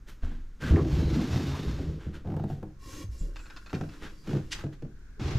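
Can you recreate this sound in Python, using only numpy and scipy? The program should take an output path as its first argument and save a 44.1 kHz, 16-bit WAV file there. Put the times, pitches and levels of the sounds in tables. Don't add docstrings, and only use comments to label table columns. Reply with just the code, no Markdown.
import sys
import numpy as np
from scipy import signal
from scipy.fft import rfft, irfft
from scipy.io import wavfile

SR = 44100
rng = np.random.default_rng(int(sys.argv[2]) if len(sys.argv) > 2 else 0)


def waveform_to_disk(signal):
    frames = np.transpose(np.atleast_2d(signal))
    scaled = np.clip(frames, -1, 1) * 32767
    samples = np.round(scaled).astype(np.int16)
    wavfile.write(sys.argv[1], SR, samples)


N = 237278
TIME = np.arange(N) / SR
RING_TIME = TIME[:SR // 3]


def undb(db):
    return 10 ** (np.asarray(db) / 20)


def unit(x):
    return x / np.std(x)


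def colour(x, points):
    size = 8192
    hz, db = np.transpose(points)
    bin_hz = np.arange(size // 2 + 1) * SR / size
    log_gain = np.log(undb(np.interp(np.log(bin_hz + 1), np.log(hz), db)))
    cepstrum = irfft(log_gain)
    cepstrum[1:size // 2] *= 2
    cepstrum[size // 2 + 1:] = 0
    impulse = irfft(np.exp(rfft(cepstrum)))
    return signal.oaconvolve(x, impulse)[:len(x)]


def lowpass(x, hz):
    return signal.sosfilt(signal.butter(1, min(hz, SR / 2 - 1), fs=SR, output="sos"), x)


def resonate(x, hz, width_hz):
    return signal.lfilter(*signal.iirpeak(hz, hz / width_hz, fs=SR), x)


def resonate_twice(x, hz, width_hz):
    return resonate(resonate(x, hz, width_hz), hz, width_hz)


def fade(t60):
    return np.exp(-np.log(1000) * RING_TIME / t60)


def ring(modes, detune):
    chance = rng.standard_normal((len(modes), 2))
    y = np.zeros(len(RING_TIME))
    for k, ((hz, db, t60), (level_draw, pitch_draw)) in enumerate(zip(modes, chance)):
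        tone = np.sin(2 * np.pi * hz * (1 + detune * pitch_draw) * RING_TIME)
        y += (-1) ** k * undb(db + 3.06 * level_draw) * fade(t60) * tone
    return y / np.abs(y).max()


def burst(points, t60):
    y = colour(rng.standard_normal(len(RING_TIME)) * fade(t60), points)
    return y / np.std(y[:SR // 100])


def grains(per_s, scatter_db):
    out = np.zeros(N)
    where = np.flatnonzero(rng.random(N) < per_s / SR)
    sign, strength = rng.standard_normal((len(where), 2)).T
    out[where] = np.sign(sign) * undb(scatter_db * np.clip(strength, -2, 2))
    return out


def flutter(rate_hz, depth_db):
    knots = rng.standard_normal(1000)
    return undb(depth_db * np.interp(TIME * rate_hz, np.arange(len(knots)), knots))


def fader(curve):
    times, db = np.transpose(curve)
    return undb(np.interp(TIME, times, db, left=-120, right=-120))


def ramp(start_s, rise_s):
    return np.clip((TIME - start_s) / rise_s, 0, 1)


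def envelope(start_s, attack_s, stop_s, release_s):
    return ramp(start_s, attack_s) * np.exp(-np.maximum(TIME - stop_s, 0) / release_s)


def near(time_s):
    return slice(max(int((time_s - .5) * SR), 0), int((time_s + .5) * SR))


def add(out, start_s, y):
    start = int(np.clip(start_s * SR, 0, N - 1))
    out[start:start + len(y)] += y[:N - start]


# freq_hz, gain_db
AIR_EQ = [(20, -0.5), (45, -4.5), (100, -18.5), (200, -23), (350, -31.5), (700, -46.5), (1500, -40),
          (3000, -52), (6500, -51.5), (9000, -61.5), (15000, -64)]
# freq_hz, gain_db
SIDE_EQ = [(60, -22), (200, -29), (500, -5), (1000, -4.5), (4000, -2), (8000, -2.5), (13000, 0.5)]

def air():
    mid, side = (unit(colour(rng.standard_normal(N), AIR_EQ)) for _ in range(2))
    stereo = mid + np.array([[1], [-1]]) * colour(side, SIDE_EQ)
    return undb(-45) * flutter(rate_hz=5.97, depth_db=-1.65) * stereo


# freq_hz, gain_db
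CLOTH_EQ = [(200, 9), (400, 4.5), (700, -6), (1000, -2.5), (1500, 3), (2200, -4), (3200, -3), (5000, -9),
            (7000, -9), (8500, -15), (12000, -15.5), (14500, -12), (16000, -28)]
# crest_s, level_db, fall_s, treble_corner_hz
BRUSHES = [(0.094, -49.5, 0.032, 12200), (0.243, -49, 0.033, 3330), (0.32, -55, 0.076, 2480),
           (0.627, -41, 0.032, 5030), (0.684, -38, 0.068, 2850), (2.03, -50.5, 0.071, 2480),
           (2.152, -47, 0.029, 3700), (2.51, -56, 0.054, 14000), (2.935, -50.5, .05, 18000),
           (3.94, -51.5, 0.05, 4000), (4.042, -41.5, 0.042, 2690), (4.31, -50.5, 0.094, 7100),
           (4.554, -44, 0.026, 6000), (4.601, -42.5, 0.026, 2960), (4.734, -52.5, 0.014, 3940)]

def swishes():
    out = np.zeros(N)
    fibres = unit(colour(grains(per_s=9000, scatter_db=5), CLOTH_EQ))
    for crest_s, db, fall_s, corner_hz in BRUSHES:
        span = near(crest_s)
        t = TIME[span] - crest_s
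        rise_s = 0.57 * fall_s
        swell = np.exp(-(np.minimum(t, 0) / rise_s) ** 2 - np.maximum(t, 0) / fall_s)
        out[span] += undb(db) * swell * unit(lowpass(fibres[span], corner_hz))
    return out


# start_s, level_db, pitch_hz
DULL_BUMPS = [(0.226, -24, 23.9), (0.234, -27, 75), (0.708, -13, 74.5), (0.727, -12.5, 90.8),
              (0.929, -19, 67), (1.053, -19, 67.3), (1.36, -17.5, 134.6), (1.655, -23, 59.4),
              (1.881, -27, 77), (2.064, -30, 77.3), (3.042, -30, 98), (3.089, -29, 58.3),
              (3.208, -23.5, 34.44), (3.213, -33, 155), (3.735, -29, 92), (4.33, -23.5, 140),
              (5.351, -24, 64.4), (5.355, -17.5, 128)]

def bumps(decay_cycles=22.7):
    out = np.zeros(N)
    for start_s, db, hz in DULL_BUMPS:
        add(out, start_s, undb(db) * fade(t60=decay_cycles / hz) * np.sin(2 * np.pi * hz * RING_TIME))
    return out


# freq_hz, gain_db
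CHATTER_EQ = [(70, -38.5), (120, 1), (155, 7), (200, -5.5), (260, -6), (320, -4), (410, -10), (520, -17),
              (620, -24), (800, -37.5), (1300, -48), (3000, -85)]
# freq_hz, gain_db
CLACK_EQ = [(250, -17.5), (500, 1.5), (720, 7.5), (1000, -6), (1400, -11), (2000, -24), (3500, -30),
            (9000, -41)]
# freq_hz, gain_db
TICK_EQ = [(800, -1.5), (1500, 6.5), (2200, -5.5), (2580, -4.5), (2950, -5.5), (4000, -11.5), (6500, -13.5),
           (9000, -29.5), (15000, -33)]

def knocks(blows, modes, body_db, clack_db, tick_db, thud_db):
    out = np.zeros(N)
    for start_s, db, hardness_db in blows:
        body = undb(body_db) * ring(modes, detune=.028) + undb(thud_db) * burst(CHATTER_EQ, t60=0.2)
        clack = undb(clack_db) * burst(CLACK_EQ, t60=0.045)
        tick = undb(tick_db) * burst(TICK_EQ, t60=0.04)
        add(out, start_s, undb(db) * (body + undb(hardness_db) * (clack + tick)))
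    return out


# pitch_hz, level_db, t60_s
FRAME_MODES = [(146.5, -2, 0.34), (157, -10, 0.1), (196, -1.5, 0.14), (242.5, 3, 0.18), (263.3, -2, 0.4),
               (295, -1, 0.148), (320.6, -1.5, 0.25), (375, -5.5, 0.093), (402, -4, 0.21), (487, -9.5, 0.2),
               (640, -16.5, 0.15), (820, -24.5, 0.18)]
# start_s, level_db, hardness_db
TRACK_JOLTS = [(0.233, -35.5, 10), (0.266, -38, 7), (0.312, -34, 3.5), (0.627, -26.5, -7),
               (0.713, -16.5, -2), (0.732, -13.5, -3), (0.768, -23, 11.5), (0.788, -20.5, 4),
               (0.852, -20, -0.5), (1.007, -19, -20), (1.158, -23, -18), (1.221, -27, -1),
               (1.357, -26, -11), (1.789, -25.5, 3), (5.205, -27.5, 3)]

def screen_jolts():
    return knocks(TRACK_JOLTS, FRAME_MODES, body_db=-3, clack_db=-25.5, tick_db=-41, thud_db=-21)


# freq_hz, gain_db
RUMBLE_EQ = [(25, -23.5), (45, 8.5), (70, 16.5), (95, 12), (130, 4), (250, -63.5)]
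# freq_hz, gain_db
GROOVE_EQ = [(300, -7), (700, 4.5), (1500, 2), (2300, -1), (3500, -2.5), (5300, -5), (7000, -10.5),
             (8500, -20), (11000, -22.5), (12400, -20.5), (13300, -20), (14200, -32), (16000, -42)]

def sliding(speed, start_s, grip_s, rumble_db, chatter_db, hiss_db, corner_hz):
    elapsed_s = np.maximum(TIME - start_s, 0)
    load = ramp(start_s, grip_s) * undb(-6 * elapsed_s)
    slips = grains(per_s=450, scatter_db=3)
    grit = grains(per_s=7000, scatter_db=0)
    grit = grit * flutter(rate_hz=87, depth_db=2) * flutter(rate_hz=14, depth_db=1.2)
    echo_s = 0.000842 + 0.000916 * elapsed_s
    grit = grit + 0.075 * np.interp(TIME - echo_s, TIME, grit)
    frame = colour(slips, CHATTER_EQ) * flutter(rate_hz=35, depth_db=2)
    rumble = undb(rumble_db) * load * speed ** 0.28 * unit(colour(slips, RUMBLE_EQ))
    chatter = undb(chatter_db) * load * speed ** 0.46 * unit(frame)
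    hiss = undb(hiss_db) * speed * unit(lowpass(colour(grit, GROOVE_EQ), corner_hz))
    return rumble + chatter + hiss


# time_s, speed_db
PUSH_SPEED = [(0.58, -44), (0.631, -13), (0.87, -5), (0.91, -2.5), (1.33, 1), (1.68, -2), (1.9, -11.5),
              (2.03, -28.5), (2.24, -31)]

def screen_push():
    return sliding(fader(PUSH_SPEED), start_s=PUSH_SPEED[0][0], grip_s=0.14,
                   rumble_db=-29.5, chatter_db=-26.5, hiss_db=-45.5, corner_hz=19000)


# crest_s, half_length_s, pitch_hz, width_hz, level_db
RUB_SQUEALS = [(0.645, 0.023, 1520, 220, -42.5), (0.763, 0.005, 1730, 600, -39),
               (0.785, 0.031, 1070, 450, -40.5), (0.799, 0.032, 392, 120, -29),
               (1.097, 0.11, 4040, 450, -55), (1.202, 0.025, 1140, 450, -49.5),
               (1.211, 0.064, 232, 100, -29), (1.48, 0.29, 3650, 110, -58.5),
               (1.544, 0.038, 980, 600, -45.5), (2.881, 0.073, 1090, 40, -56),
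               (2.97, 0.093, 6350, 222, -60), (3.204, 0.019, 7270, 900, -55.5),
               (3.42, .05, 7360, 1100, -66.5), (3.512, 0.17, 1470, 350, -60), (4.062, .028, 1470, 700, -53),
               (4.203, .06, 4700, 350, -68.5), (4.34, 0.041, 330, 159, -37.5), (5.296, 0.083, 394, 88, -45)]

def squeals():
    out = np.zeros(N)
    rub = grains(per_s=5000, scatter_db=5.5)
    for crest_s, half_length_s, hz, width_hz, db in RUB_SQUEALS:
        span = near(crest_s)
        swell = np.exp(-((TIME[span] - crest_s) / half_length_s) ** 2)
        out[span] += undb(db) * swell * unit(resonate_twice(rub[span], hz, width_hz))
    return out


# pitch_hz, level_db, t60_s
WOODWORK_MODES = [(95.3, -3, 0.29), (135.8, 0.5, 0.27), (158.6, -1, 0.22), (207.8, -3.5, 0.22),
                  (296.8, -7, .2), (315.9, -5, 0.14), (373, -9, 0.16), (429.3, -14.5, 0.2),
                  (493.6, -12.5, 0.1), (660, -22, 0.16), (789, -23, 0.15)]
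# start_s, level_db, hardness_db
LIGHT_KNOCKS = [(2.064, -27, -11), (3.73, -20, 3.5), (3.811, -21.5, 3.5), (4.638, -22, -3.5),
                (4.822, -30.5, -2)]

def woodwork_knocks():
    rebounds = [(start_s + .026, db - 6, hardness_db - 1) for start_s, db, hardness_db in LIGHT_KNOCKS]
    return knocks(LIGHT_KNOCKS + rebounds, WOODWORK_MODES,
                  body_db=-5.5, clack_db=-24.5, tick_db=-27, thud_db=-13.5)


def slip_times(start_s, gap_s, settle_s, count):
    return start_s - settle_s * np.log(1 - np.arange(count) * gap_s / settle_s)


def creak(times, crest_s, spread_s, hardening, **mix_db):
    db = -((times - crest_s) / spread_s) ** 2
    return knocks(zip(times, db, hardening * db), WOODWORK_MODES, **mix_db)


def creaks():
    slowing = slip_times(2.2475, gap_s=.010967, settle_s=.127, count=12)
    even = slip_times(4.273, gap_s=.0192, settle_s=3, count=6)
    out = creak(slowing, crest_s=2.47, spread_s=0.1, hardening=1.5,
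                body_db=-26.5, clack_db=-39, tick_db=-61, thud_db=-42.5)
    out += creak(even, crest_s=4.335, spread_s=0.026, hardening=-1.4,
                 body_db=-26, clack_db=-51.5, tick_db=-51.5, thud_db=-37)
    out += sliding(envelope(2.23, 0.044, 2.545, 0.048), start_s=2.23, grip_s=.034,
                   rumble_db=-43, chatter_db=-42.5, hiss_db=-67, corner_hz=6000)
    out += sliding(envelope(4.228, 0.049, 4.378, 0.021), start_s=4.228, grip_s=0.066,
                   rumble_db=-45, chatter_db=-40, hiss_db=-56.5, corner_hz=15000)
    return out


# start_s, attack_s, stop_s, release_s, level_db, net_offset_db, drag_offset_db
CURTAIN_PULLS = [(2.783, 0.12, 3.03, 0.015, -47.5, -1.5, 1.5), (3.09, 0.041, 3.22, 0.077, -60.5, 3.5, 4.5),
                 (3.2, 0.008, 3.27, 0.04, -69.5, -4, 20), (3.33, 0.047, 3.57, .4, -60, -3.5, -2.5),
                 (3.68, .05, 4.34, .2, -68.5, 2, 8), (4.42, .06, 4.46, 0.11, -64, -4, 6)]
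# pitch_hz, width_hz, level_db
RAIL_MODES = [(1082, 26, 10), (1350, 120, -7), (1855, 200, -2.5), (2310, 59, -1), (2780, 48, 2),
              (3320, 22, 0), (3930, 95, -5)]
# freq_hz, gain_db
NET_EQ = [(1500, -17), (3500, -7.5), (4700, 0), (5500, 3), (5950, -3), (6330, 0), (6700, -3.5), (7300, -1),
          (8400, -9), (11000, -8.5), (14000, -14.5), (16000, -24)]
# freq_hz, gain_db
DRAG_EQ = [(100, 1.5), (220, -7), (310, 1), (420, -9), (560, -10), (800, -51.5)]
# start_s, level_db
RUNNER_CLICKS = [(3.3589, -38), (3.392, -45), (3.4573, -46), (3.4998, -41), (3.564, -37), (3.6619, -41),
                 (3.696, -42.5), (3.742, -34.5), (3.8905, -46.5)]
# pitch_hz, level_db, t60_s
RUNNER_MODES = [(1438, -6, 0.2), (1770, -8, 0.075), (2120, -12, 0.045), (2590, 6, 0.041),
                (2910, -20, 0.053), (3700, -1.5, 0.043), (4410, 1, 0.034), (4970, -3.5, 0.042),
                (7000, -18, .04)]

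def curtain(rail_db, net_db, drag_db, click_db):
    rail_gain, net_gain, drag_gain = np.zeros((3, N))
    for *timing, db, net_offset_db, drag_offset_db in CURTAIN_PULLS:
        pull = undb(db) * envelope(*timing)
        rail_gain += pull
        net_gain += undb(net_offset_db) * pull
        drag_gain += undb(drag_offset_db) * pull
    drag_gain = np.interp(TIME - .02, TIME, drag_gain)
    rub = grains(per_s=2500, scatter_db=4.5) * flutter(rate_hz=41, depth_db=2)
    rail = sum(undb(db) * resonate(rub, hz, width_hz) for hz, width_hz, db in RAIL_MODES)
    out = undb(rail_db) * rail_gain * unit(rail)
    out += undb(net_db) * net_gain * unit(colour(grains(per_s=6000, scatter_db=3), NET_EQ))
    out += undb(drag_db) * drag_gain * unit(colour(rub, DRAG_EQ))
    for start_s, db in RUNNER_CLICKS:
        for delay_s in (0, rng.uniform(.003, .008)):
            click = ring(RUNNER_MODES, detune=0.033) + undb(-9.5) * burst(TICK_EQ, t60=0.064)
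            add(out, start_s + delay_s, undb(db + click_db) * click)
    return out


# freq_hz, gain_db
WHISK_EQ = [(300, -40), (800, -11), (1200, -9), (1500, -4), (2000, -1), (2300, -5), (2800, 2.5),
            (3400, 0.5), (4800, -1.5), (5700, -4.5), (7200, -6.5), (8300, -14), (12000, -25), (16000, -39)]

def whisk(crest_s, level_db, half_length_s):
    swell = np.exp(-((TIME - crest_s) / half_length_s) ** 2)
    return undb(level_db) * swell * unit(colour(grains(per_s=12000, scatter_db=4), WHISK_EQ))


def whine(start_s, rise_s, level_db):
    band = resonate_twice(rng.standard_normal(N), hz=1530, width_hz=300)
    return undb(level_db) * ramp(start_s, rise_s) * unit(band)


def second_scrape(start_s):
    return sliding(ramp(start_s, rise_s=0.007), start_s, grip_s=0.0067,
                   rumble_db=-30, chatter_db=-36, hiss_db=-47.5, corner_hz=7500)


def room(x, wet_db, t60):
    build_up = 1 - np.exp(-RING_TIME / 0.0026)
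    tails = rng.standard_normal((2, len(RING_TIME))) * fade(t60) * build_up
    mid, side = (signal.fftconvolve(x, undb(wet_db) * tail / np.linalg.norm(tail))[:N] for tail in tails)
    mid = mid - lowpass(mid, 240)
    return x + mid + np.array([[1], [-1]]) * colour(side, SIDE_EQ)


def scene():
    wood = screen_push() + second_scrape(start_s=5.192) + screen_jolts()
    wood = wood + bumps() + creaks() + woodwork_knocks()
    cloth = curtain(rail_db=-7, net_db=-6, drag_db=0.5, click_db=-3) + swishes() + squeals()
    cloth += whisk(crest_s=4.528, level_db=-32.5, half_length_s=0.012)
    foley = room(wood, wet_db=-6, t60=0.32) + room(cloth, wet_db=-9, t60=0.22)
    return foley + air() + whine(start_s=4.73, rise_s=0.35, level_db=-67.5)


# time_s, side_db
WIDTH_RIDE = [(0, -49), (1.2, -48), (2.0, -14.5), (2.8, -1), (5.15, 1.5), (5.38, 7.5)]

def record(dry):
    mid, side = (dry[0] + dry[1]) / 2, (dry[0] - dry[1]) / 2
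    wide_top = signal.sosfilt(signal.butter(6, 11000, "high", fs=SR, output="sos"), side)
    left_lean = resonate_twice(mid, hz=13000, width_hz=2200)
    side = side * fader(WIDTH_RIDE) + undb(-2) * wide_top + undb(-3) * left_lean
    high_cut = signal.ellip(8, .2, 70, 15400, fs=SR, output="sos")
    return signal.sosfilt(high_cut, np.array([mid + side, mid - side]))


dry = scene()
out = record(dry)
waveform_to_disk(out)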